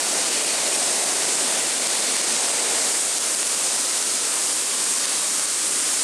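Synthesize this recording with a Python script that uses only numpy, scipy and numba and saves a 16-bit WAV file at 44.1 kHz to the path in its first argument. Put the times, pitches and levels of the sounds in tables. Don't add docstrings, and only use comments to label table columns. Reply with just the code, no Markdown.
import sys
import numpy as np
from scipy import signal
from scipy.fft import rfft, irfft, next_fast_len
from scipy.io import wavfile
from scipy.ndimage import uniform_filter1d
from numba import njit

SR = 44100
rng = np.random.default_rng(int(sys.argv[2]) if len(sys.argv) > 2 else 0)


def output_pcm(signal):
    pcm = np.clip(np.atleast_2d(signal).T, -1, 1) * 32767
    wavfile.write(sys.argv[1], SR, np.round(pcm).astype(np.int16))


N = 266018

TURN_MIDDLE_S, TURN_LENGTH_S = 2.95, .5
ROAR_HZ, ROAR_OCTAVES, ROAR_FADE_DB_PER_S = 650, 0.47, 1.5
SWELL_WIDTH_HZ = 170.0
SMALL_SPITS_PER_S, SMALL_SPIT_DB, SPIT_S = 3, 5, 0.00076


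def waterfall():
    # (frequency [Hz], level [dB])
    colour = [(25, -25), (120, -13), (270, -5.5), (600, -3.5), (1000, -7), (1420, -8), (2200, -7.5),
              (3340, -7.5), (4400, -5), (5850, -4), (7500, -0.5), (8900, 2.5), (10000, -3), (12500, -14),
              (15000, -21.5)]
    # (frequency [Hz], boost [dB])
    wall = [(100, 2), (250, 3.5), (620, 4), (1200, 2.5), (2200, 3.5), (4000, 2), (6500, 0.8), (11500, -0.4)]
    colour_hz, colour_db = np.transpose(colour)
    wall_hz, wall_db = np.transpose(wall)
    size = next_fast_len(N)
    impacts = rng.standard_normal(size) * undb(1.2 * rng.exponential(size=size))
    octave = np.log2(np.maximum(np.arange(size // 2 + 1) * SR / size, 1))
    spectrum = rfft(impacts) * undb(np.interp(octave, np.log2(colour_hz), colour_db))
    since_turn_s = np.arange(N) / SR - TURN_MIDDLE_S
    facing = np.cos(np.pi / 2 * np.clip(since_turn_s / TURN_LENGTH_S + .5, 0, 1)) ** 2
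    fade_db = -ROAR_FADE_DB_PER_S * np.maximum(since_turn_s, 0)
    surge_db = 0.47 * wander(11) + 0.46 * wander(4.13)
    hiss = 0
    for centre in np.arange(4.5, 14.6, .5):
        share = np.cos(np.pi * np.clip(octave - centre, -.5, .5)) ** 2
        band = irfft(spectrum * share, size)[:N]
        turn_db = np.interp(centre, np.log2(wall_hz), wall_db) * (facing - .5)
        roar_db = np.exp(-((centre - np.log2(ROAR_HZ)) / ROAR_OCTAVES) ** 2) * fade_db
        flicker_db = 0.44 * wander(9)
        hiss = hiss + band * undb(turn_db + roar_db + surge_db + flicker_db)
    return hiss * undb(-20) / hiss.std()


def spit_gain():
    # (time [s], boost [dB])
    strong_spits = [(1.234, 6.5), (1.355, 8.5), (1.872, 10), (3.184, 12), (3.349, 8), (3.43, 9.5),
                    (3.548, 7.5), (4.027, 9), (5.056, 11), (5.397, 7)]
    jumps_db = SMALL_SPIT_DB * (rng.random(N) < SMALL_SPITS_PER_S / SR)
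    for time_s, boost_db in strong_spits:
        jumps_db[int(time_s * SR)] = boost_db
    bump = np.exp(-(np.arange(-64, 65) / SR / SPIT_S) ** 2)
    return undb(np.convolve(jumps_db, bump, "same"))


def rocks(hiss):
    # (middle time [s], length [s], frequency [Hz], boost [dB])
    swells = [(.42, .7, 4430, 4), (.45, 0.51, 2480, 5), (.8, 2.2, 690, 3.5), (.9, .5, 3970, 3),
              (1.3, 2.7, 257, 2.5), (1.6, 1.1, 3550, 3), (2.05, .6, 4430, 3), (2.252, 1.7, 2190, 2.5),
              (2.65, 0.83, 840, 3.5), (3.6, .8, 1200, 2.5), (4.1, 1, 1370, 3.5), (5.098, 1.4, 1120, 4.5),
              (5.55, .6, 2980, 1.5), (5.6, .9, 1270, 3)]
    t = np.arange(N) / SR
    for middle_s, length_s, hz, boost_db in swells:
        swell = np.sin(np.pi * np.clip((t - middle_s) / length_s + .5, 0, 1)) ** 2
        band = band_pass(hiss, float(hz), SWELL_WIDTH_HZ)
        hiss = hiss + (undb(boost_db) - 1) * swell * band
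    delays = [SR * delay_s * (1 + 0.057 * wander(1.5)) for delay_s in (.0021, .0034)]
    return hiss + undb(-29) * sum(echo(hiss, delay) for delay in delays)


@njit
def echo(x, delay):
    y = np.zeros(len(x))
    for i in range(len(x)):
        k = int(i - delay[i])
        if k >= 0:
            y[i] = x[k] + (i - delay[i] - k) * (x[k + 1] - x[k])
    return y


@njit
def limiter(x, ceiling, attack, release):
    y, peak = np.empty(len(x)), ceiling
    for i in range(len(x)):
        y[i] = x[i] * (ceiling / peak)
        target = max(abs(x[i]), ceiling)
        peak += (target - peak) * (attack if target > peak else release)
    return y


@njit
def band_pass(x, hz, width_hz):
    y, band_state, low_state = np.empty(len(x)), 0., 0.
    tuning, damping = np.tan(np.pi * hz / SR), width_hz / hz
    for i in range(len(x)):
        band = (band_state + tuning * (x[i] - low_state)) / (1 + tuning * (tuning + damping))
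        band_state = 2 * band - band_state
        low_state += 2 * tuning * band
        y[i] = damping * band
    return y


def wander(per_s):
    hold = int(SR / per_s)
    steps = np.repeat(rng.standard_normal(N // hold + 1), hold)
    return 1.66 * uniform_filter1d(uniform_filter1d(steps, hold), hold)[:N]


def undb(db):
    return 10 ** (np.asarray(db) / 20)


def scene():
    return np.tile(rocks(waterfall()) * spit_gain(), (2, 1))


def record(dry):
    sound = limiter(dry[0], ceiling=undb(-11.5), attack=0.45, release=0.0013)
    sound = np.tanh(1.514 * sound) / 1.486
    bass_cut = signal.butter(2, 190, "high", fs=SR, output="sos")
    treble_cut = signal.butter(3, 10500, fs=SR, output="sos")
    steep_top_cut = signal.ellip(12, .2, 70, 15040, fs=SR, output="sos")
    for cut in (bass_cut, treble_cut, steep_top_cut):
        sound = signal.sosfilt(cut, sound)
    return np.tile(sound, (2, 1))


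dry = scene()
out = record(dry)
output_pcm(out)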